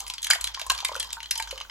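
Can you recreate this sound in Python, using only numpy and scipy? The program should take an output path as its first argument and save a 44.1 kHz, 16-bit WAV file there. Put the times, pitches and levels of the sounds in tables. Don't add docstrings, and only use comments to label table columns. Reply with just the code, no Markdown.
import sys
import numpy as np
from scipy import signal
from scipy.fft import rfft, irfft
from scipy.io import wavfile
from scipy.ndimage import uniform_filter1d

SR = 44100
rng = np.random.default_rng(int(sys.argv[2]) if len(sys.argv) > 2 else 0)


def unload_audio(sound):
    columns = np.transpose(np.atleast_2d(sound))
    steps = np.round(np.clip(columns, -1, 1) * 32767)
    wavfile.write(sys.argv[1], SR, steps.astype(np.int16))


def makeup_ratio(level_db):
    decades = np.asarray(level_db, float) / 20
    return 10 ** decades


N = 74970


def evened(x):
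    return x / np.sqrt(np.mean(x ** 2) + 1e-20)


def read(points, hz):
    f, value = np.transpose(points)
    return np.interp(np.log(hz + 1), np.log(f + 1), value)


def add(mix, start_s, sound):
    part = mix[max(round(start_s * SR), 0):][:len(sound)]
    part += sound[:len(part)]


def coloured(x, points, size=4096):
    log_gain = np.log(makeup_ratio(read(points, abs(np.fft.fftfreq(size, 1 / SR)))))
    taps = np.fft.ifft(np.exp(np.conj(signal.hilbert(log_gain)))).real
    return signal.oaconvolve(x, taps[:size // 2])[:len(x)]


def resonate(x, hz, width):
    turn = np.exp(2j * np.pi * np.cumsum(hz * np.ones(len(x))) / SR)
    r = np.exp(-np.pi * width / SR)
    return 2 * (turn * signal.lfilter([1 - r], [1, -r], x / turn + 1e-18)).real


def splats():
    # (time [s], level [dB], ring pitch [Hz], treble [dB])
    lumps = [(0.0014, -25, 6000, -6), (0.064, -31, 3260, -9.5), (0.077, -28, 6900, -7.5),
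             (0.098, -20, 3390, -13), (0.1361, -23.5, 4800, -12.5), (0.179, -25.5, 3330, -20),
             (0.218, -37, 3170, -1), (0.2276, -20, 6030, -9), (0.2425, -18.5, 5860, -7),
             (0.2666, -20.5, 3400, -10), (0.3007, -13.5, 1660, -4.5), (0.3048, -17, 4860, -10),
             (0.3077, -10, 3000, -7.5), (0.3319, -22, 2240, 0), (0.348, -20.5, 3700, -9),
             (0.409, -22, 6360, -4.5), (0.441, -16, 4000, -9.5), (0.4703, -19.5, 3430, -12),
             (0.5432, -21, 3310, -20.5),
             (0.5944, -23, 1730, -10), (0.613, -21.5, 3500, -13.5), (0.6648, -37.5, 1770, 3.5),
              (0.6976, -8, 2730, -12), (0.7104, -30, 1660, -21), (0.717, -32, 2580, 5.5),
              (0.7474, -30, 3330, -6), (0.7753, -20.5, 7060, -32), (0.786, -23.5, 2440, -15),
              (0.8021, -21.5, 3400, -17), (0.847, -14.5, 3700, -8), (0.8837, -27, 2250, -9),
              (0.9207, -32.5, 3320, -11), (0.9429, -26.5, 3500, -21), (0.9517, -29.5, 1410, -8),
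              (0.9613, -29, 3160, -4.5), (0.978, -37, 3420, -12.5), (0.9976, -16.5, 7400, -9.5),
              (1.003, -25, 3760, -29), (1.0258, -24.5, 3400, -9),
             (1.0433, -32.5, 4030, -9), (1.1026, -28.5, 3670, -19), (1.1085, -36.5, 3500, -35),
            (1.127, -22.5, 6770, -6.5), (1.2025, -28, 2840, -19), (1.2287, -32.5, 3020, -8),
            (1.256, -34, 3080, -16), (1.3087, -13, 5260, -7), (1.354, -21, 4900, -15),
            (1.3757, -26.5, 6700, -1), (1.3987, -23.5, 1650, -7), (1.4226, -22, 6300, -11),
            (1.4728, -31, 3020, -15), (1.5074, -24, 2890, -9.5), (1.5759, -26.5, 3000, -17),
            (1.6007, -29, 3000, -15.5), (1.6109, -28, 2940, -17), (1.6954, -29.5, 2920, -35)]
    # (frequency [Hz], level [dB])
    body_colour = [(300, -51), (800, -6), (1500, -3.5), (3000, -3.5), (6000, -4.5), (8000, -14),
                   (11000, -24.5)]
    treble_colour = [(4000, -40.5), (7600, -2), (9400, -4), (11300, -13), (13500, -19), (15200, -17.5),
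                     (16500, -35)]
    lead_s, rise_s, body_lag_s = 0.002, 0.0009, 0.001197
    crackle_db, patch_db = 5.27, 2.2
    ring_q, ring_db = 9, -7.5
    low_edge = 0.45

    body, treble, rings = np.zeros((3, N))
    t = np.arange(1800) / SR
    f = np.fft.rfftfreq(len(t), 1 / SR)
    rise = 1 - np.exp(-((t - lead_s).clip(0) / rise_s) ** 2)
    for s, db, hz, treble_db in lumps:
        length_s = 0.0051 * makeup_ratio(0.011 * (db + 27))
        shape = rise * (np.exp(-((t - lead_s) / length_s) ** 2) + 0.16 * np.exp(-t / 0.015))
        noise = rng.standard_normal((2, len(t)))
        flicker = uniform_filter1d(rng.standard_normal((2, len(t))), size=9) * 4.04
        bursts = noise * makeup_ratio(crackle_db * flicker) * shape
        patches = uniform_filter1d(rng.standard_normal((2, len(f))), size=25) * 5
        low_cut = np.sqrt(1 + (low_edge * hz / (f + 1)) ** 4)
        bursts = irfft(rfft(bursts) * makeup_ratio(patch_db * patches) / low_cut, len(t))
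        low, high = (evened(burst) * np.sqrt(np.mean(shape ** 2)) for burst in bursts)

        start_s = s - lead_s
        add(treble, start_s, makeup_ratio(db + treble_db) * high)
        add(body, start_s + body_lag_s, makeup_ratio(db - 6.5) * low)
        ring = resonate(resonate(low, hz, hz / ring_q), hz, hz / 2)
        add(rings, start_s + body_lag_s, makeup_ratio(db - 12 + ring_db) * ring * np.std(low) / np.std(ring))
    return 2.13 * coloured(body, body_colour) + 3.92 * coloured(treble, treble_colour) + rings


def plops():
    # (time [s], level [dB], pitch [Hz], t60 [s])
    air_plops = [(0.003, -47.5, 798, 0.12), (0.101, -39.5, 1008, 0.069), (0.324, -31.5, 885, 0.065),
                 (0.573, -35, 1029, 0.075), (0.666, -34, 1020, 0.054), (0.7, -19, 1070, 0.063),
                 (0.718, -28.5, 1009, 0.033), (0.829, -37.5, 835, 0.041), (0.847, -36.5, 1058, 0.082),
                 (0.892, -29.5, 1026, 0.05), (0.917, -26, 936, 0.018), (1.17, -41, 921, 0.17),
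                 (1.358, -44, 895, 0.36), (1.401, -29, 891, 0.079), (1.472, -53, 885, 0.12),
                 (1.61, -26, 1050, 0.0085)]
    # (time [s], level [dB], pitch [Hz], t60 [s])
    pings = [(.3085, -12.5, 4967, 0.029), (.3095, -23.5, 3100, .025), (.3085, -20.5, 2210, 0.053),
             (.334, -27, 4930, .03), (0.4425, -22.5, 3710, 0.018), (0.4699, -32, 3100, 0.022),
             (0.5972, -37, 1540, 0.032), (0.7009, -27, 1596, 0.09), (.7015, -18, 2893, 0.018),
             (.749, -34, 3220, 0.024), (0.8848, -45, 2270, 0.033), (0.9214, -49, 3180, 0.03),
             (.933, -34, 1140, .025), (0.965, -33, 3030, 0.024), (0.981, -36, 3200, 0.012),
             (0.998, -40, 1790, 0.045), (1.0029, -29.5, 3330, 0.035), (1.027, -33, 2960, 0.034),
             (1.049, -42.5, 1023, 0.038), (1.178, -40.5, 1488, 0.055), (1.2046, -32, 1906, 0.0089),
             (1.2307, -33, 3830, 0.016), (1.231, -31, 3140, 0.021), (1.243, -33, 3170, 0.016),
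             (1.258, -40.5, 1760, 0.012), (1.258, -37, 3130, 0.019), (1.259, -37, 4130, 0.022),
             (1.291, -42, 3030, 0.017), (1.3105, -18.5, 6000, .015), (1.3813, -25, 5190, 0.015),
             (1.385, -33, 3060, .03), (1.398, -30, 2240, 0.05), (1.4728, -39.5, 1510, 0.034),
             (1.5085, -34.5, 3050, 0.043), (1.577, -40.5, 2920, 0.063), (1.6116, -30.5, 3000, 0.031),
             (1.6504, -41.5, 1485, 0.022)]
    # (time [s], level [dB], pitch [Hz])
    big_plops = [
        (0.357, -33.5, 692),
        (0.616, -38, 634),
        (0.716, -34, 719),
        (0.892, -37.5, 650),
        (0.917, -33, 614),
        (0.963, -34.5, 517),
        (1.527, -32.5, 516),
    ]
    # (time [s], level [dB], pitch [Hz])
    small_plops = [
        (0.2947, -41.5, 1360),
        (0.304, -13.5, 1520),
        (0.3339, -13, 1880),
        (0.5757, -35, 1840),
        (0.9536, -23, 1450),
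        (1.1689, -32.5, 1450),
        (1.3998, -23.5, 1780),
    ]
    cycles = 23
    dying = [(*row, cycles / row[2]) for row in big_plops + small_plops]

    out, t = np.zeros(N), np.arange(6000) / SR
    for s, db, hz, t60 in air_plops + pings + dying:
        wobble = evened(uniform_filter1d(rng.standard_normal(len(t)), size=150))
        turns = np.cumsum(hz * (1 + 0.0038 * t / t60 + 0.032 * wobble)) / SR
        envelope = makeup_ratio(db - 60 * t / t60) * (1 - np.exp(-t / 0.00026))
        add(out, s, envelope * np.sin(2 * np.pi * turns))
    return out


def fizz():
    # (time [s], level [dB])
    swell = [
        (0, -39),
        (0.202, -57),
        (.33, -39.5),
        (.43, -46.5),
        (1.0, -42.5),
        (1.2, -51),
        (1.55, -45),
        (1.7, -54.5),
    ]
    # (frequency [Hz], level [dB])
    fizz_colour = [(300, -17), (900, 6), (2500, -25), (3100, -7), (7500, -9), (9400, -26), (12000, -21),
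                   (15000, -35.5)]
    pops_per_s, spread_db, hiss_db = 1500, 3.5, -8
    low_hz, high_hz, kinds, pop_cycles = 874, 13600, 24, 5.4

    bursts = rng.random(N) < pops_per_s / SR
    size = makeup_ratio(spread_db * np.minimum(rng.exponential(1, N), 3.5)) * bursts
    kind = rng.integers(0, kinds, N)
    t, pops = np.arange(800) / SR, np.zeros(N)
    for k, hz in enumerate(np.geomspace(low_hz, high_hz, kinds)):
        u = t * hz / pop_cycles
        grain = u * np.exp(-2 * u) * np.sin(2 * np.pi * hz * t * (1 + 0.082 * u))
        pops += signal.oaconvolve(size * (kind == k), grain * hz / high_hz)[:N]
    clump = makeup_ratio(3 * evened(uniform_filter1d(rng.standard_normal(N), size=400)))
    x = clump * evened(pops) + makeup_ratio(hiss_db) * rng.standard_normal(N)
    s, db = np.transpose(swell)
    return makeup_ratio(np.interp(np.arange(N) / SR, s, db)) * evened(coloured(x, fizz_colour))


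def cup(x):
    # (time [s], pitch [Hz])
    air_pitch = [
        (.9, 1017),
        (1.15, 875),
    ]
    # (frequency [Hz], width [Hz], level [dB])
    wall = [(3130, 97, -4.5), (4066, 1340, -9)]
    air_hz = np.interp(np.arange(N) / SR, *np.transpose(air_pitch))
    air = resonate(x, air_hz, 11)
    walls = sum(makeup_ratio(db + 9) * resonate(x, hz, width) for hz, width, db in wall)
    return x + makeup_ratio(-12) * air + walls


def room(x):
    # (frequency [Hz], t60 [s])
    decay = [(500, 0.38), (1500, 0.28), (4000, 0.14), (12000, 0.13)]
    taps = np.zeros((2, SR // 2))
    at = np.arange(200, SR // 2 - 20, 20)
    at = at + rng.integers(0, 20, (2, len(at)))
    np.put_along_axis(taps, at, rng.choice([-1., 1.], at.shape), 1)
    hz, t, z = signal.stft(taps, SR, nperseg=256)
    fading = z * makeup_ratio(-60 * t / read(decay, hz)[:, None])
    tail = signal.istft(fading, SR, nperseg=256)[1]
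    return signal.fftconvolve(x[None], tail / np.linalg.norm(tail[0]), axes=1)[:, :N]


def ports(x):
    # (frequency [Hz], lead [rad])
    left_lead = [(1200, 0.), (2500, -.85), (4600, -1.9), (6400, .2), (7600, 2.0), (9400, 3.14),
                 (11900, 6.28), (14000, 8.8)]
    lead = np.interp(np.fft.rfftfreq(N, 1 / SR), *np.transpose(left_lead))
    return np.array([irfft(rfft(x) * np.exp(1j * lead), N), x])


def hum():
    # (frequency [Hz], level [dB])
    air_colour = [(25, -14), (45, -14), (90, -12.5), (120, -23.5), (230, -30.5), (420, -27), (700, -32)]
    # (time [s], pitch [Hz], level [dB])
    motor = [(0.0, 51, -58), (0.056, 50.3, -51.5), (0.178, 50, -61.5), (0.284, 52.4, -57), (0.378, 52, -62),
             (0.426, 52.6, -46), (0.568, 53.2, -55), (0.596, 54, -72), (0.68, 54, -48.5),
             (0.752, 55, -47.5), (0.828, 56.4, -62), (0.904, 57.3, -54.5), (1.369, 56, -55.5),
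             (1.452, 49.8, -49.5), (1.548, 50.2, -48.5), (1.59, 50.4, -59)]
    air_db, same = -58.5, 0.65
    whine_hz, whine_db, whine_from_s = 226, -75.5, 0.76

    a, b = rng.standard_normal((2, N))
    pair = rfft([a, same * a + np.sqrt(1 - same ** 2) * b])
    pair = irfft(pair * makeup_ratio(read(air_colour, np.fft.rfftfreq(N, 1 / SR))), N)
    s, hz, db = np.transpose(motor)
    t = np.arange(N) / SR
    turn = 2 * np.pi * np.cumsum(np.interp(t, s, hz)) / SR
    drone_gain = makeup_ratio(np.interp(t, s, db) + np.array([[2.], [4.]]))
    drone = np.sin(turn + np.array([[0], [.6]])) * drone_gain
    fade_in = np.clip((t - whine_from_s) / 0.062, 0, 1)
    whine = makeup_ratio(whine_db) * fade_in * np.sin(2 * np.pi * whine_hz * t)
    return makeup_ratio(air_db) * evened(pair) + drone + whine


def scene():
    # (frequency [Hz], level [dB])
    bass_cut = [(150, -20), (330, -9), (480, -0.5)]
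    # (frequency [Hz], level [dB])
    wide = [(300, -16), (1000, -12), (3000, -8), (6000, -8), (10000, -14)]
    bubbles = coloured(plops(), bass_cut)
    splash = cup(splats() + makeup_ratio(-5.5) * fizz() + makeup_ratio(-5.5) * bubbles)
    near, far = room(splash + makeup_ratio(-9) * bubbles)
    far = coloured(far, wide)
    return ports(splash + bubbles + makeup_ratio(-9.5) * near) + np.array([far, -far]) + hum()


def gated(x):
    gate_db, gate_hz = -20.5, 8100
    hz, t, z = signal.stft(np.array([x[0] + x[1], x[0] - x[1]]) / 2, SR, nperseg=1024)
    power = abs(z[:, :512]) ** 2
    bands = np.repeat(power.reshape(2, 32, 16, -1).mean(2), 16, axis=1)
    whole = uniform_filter1d(power[:, 40:190].mean((0, 1)), size=3)
    f = hz[:512, None]
    bands = bands * np.where(abs(f - 9300) < 1000, .2, 1)
    strong = bands > makeup_ratio(2 * gate_db) * whole + 2e-12
    keep = strong & (f < 16500) | (f < gate_hz)
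    z = z * np.pad(keep, ((0, 0), (0, 1), (0, 0)))
    mid, side = signal.istft(z, SR, nperseg=1024)[1][:, :N]
    kept = np.array([mid + side, mid - side])

    edge_power = (np.diff(x, prepend=0) ** 2).sum(0)
    smooth = uniform_filter1d(edge_power, size=128) + 1e-12
    before = np.roll(uniform_filter1d(smooth, size=256), 220)
    jump_db = 10 * np.log10(abs(smooth / before))
    attack = uniform_filter1d(np.clip((jump_db - 8) / 4, 0, 1), size=128)
    whole_band = signal.oaconvolve(x, signal.firwin(21, 14000, fs=SR)[None], "same")
    return kept + attack * (whole_band - kept)


def low_pass(x):
    return signal.sosfilt(signal.butter(12, 16500, fs=SR, output="sos"), x)


def record(dry):
    return low_pass(gated(dry))


dry = scene()
out = record(dry)
unload_audio(out)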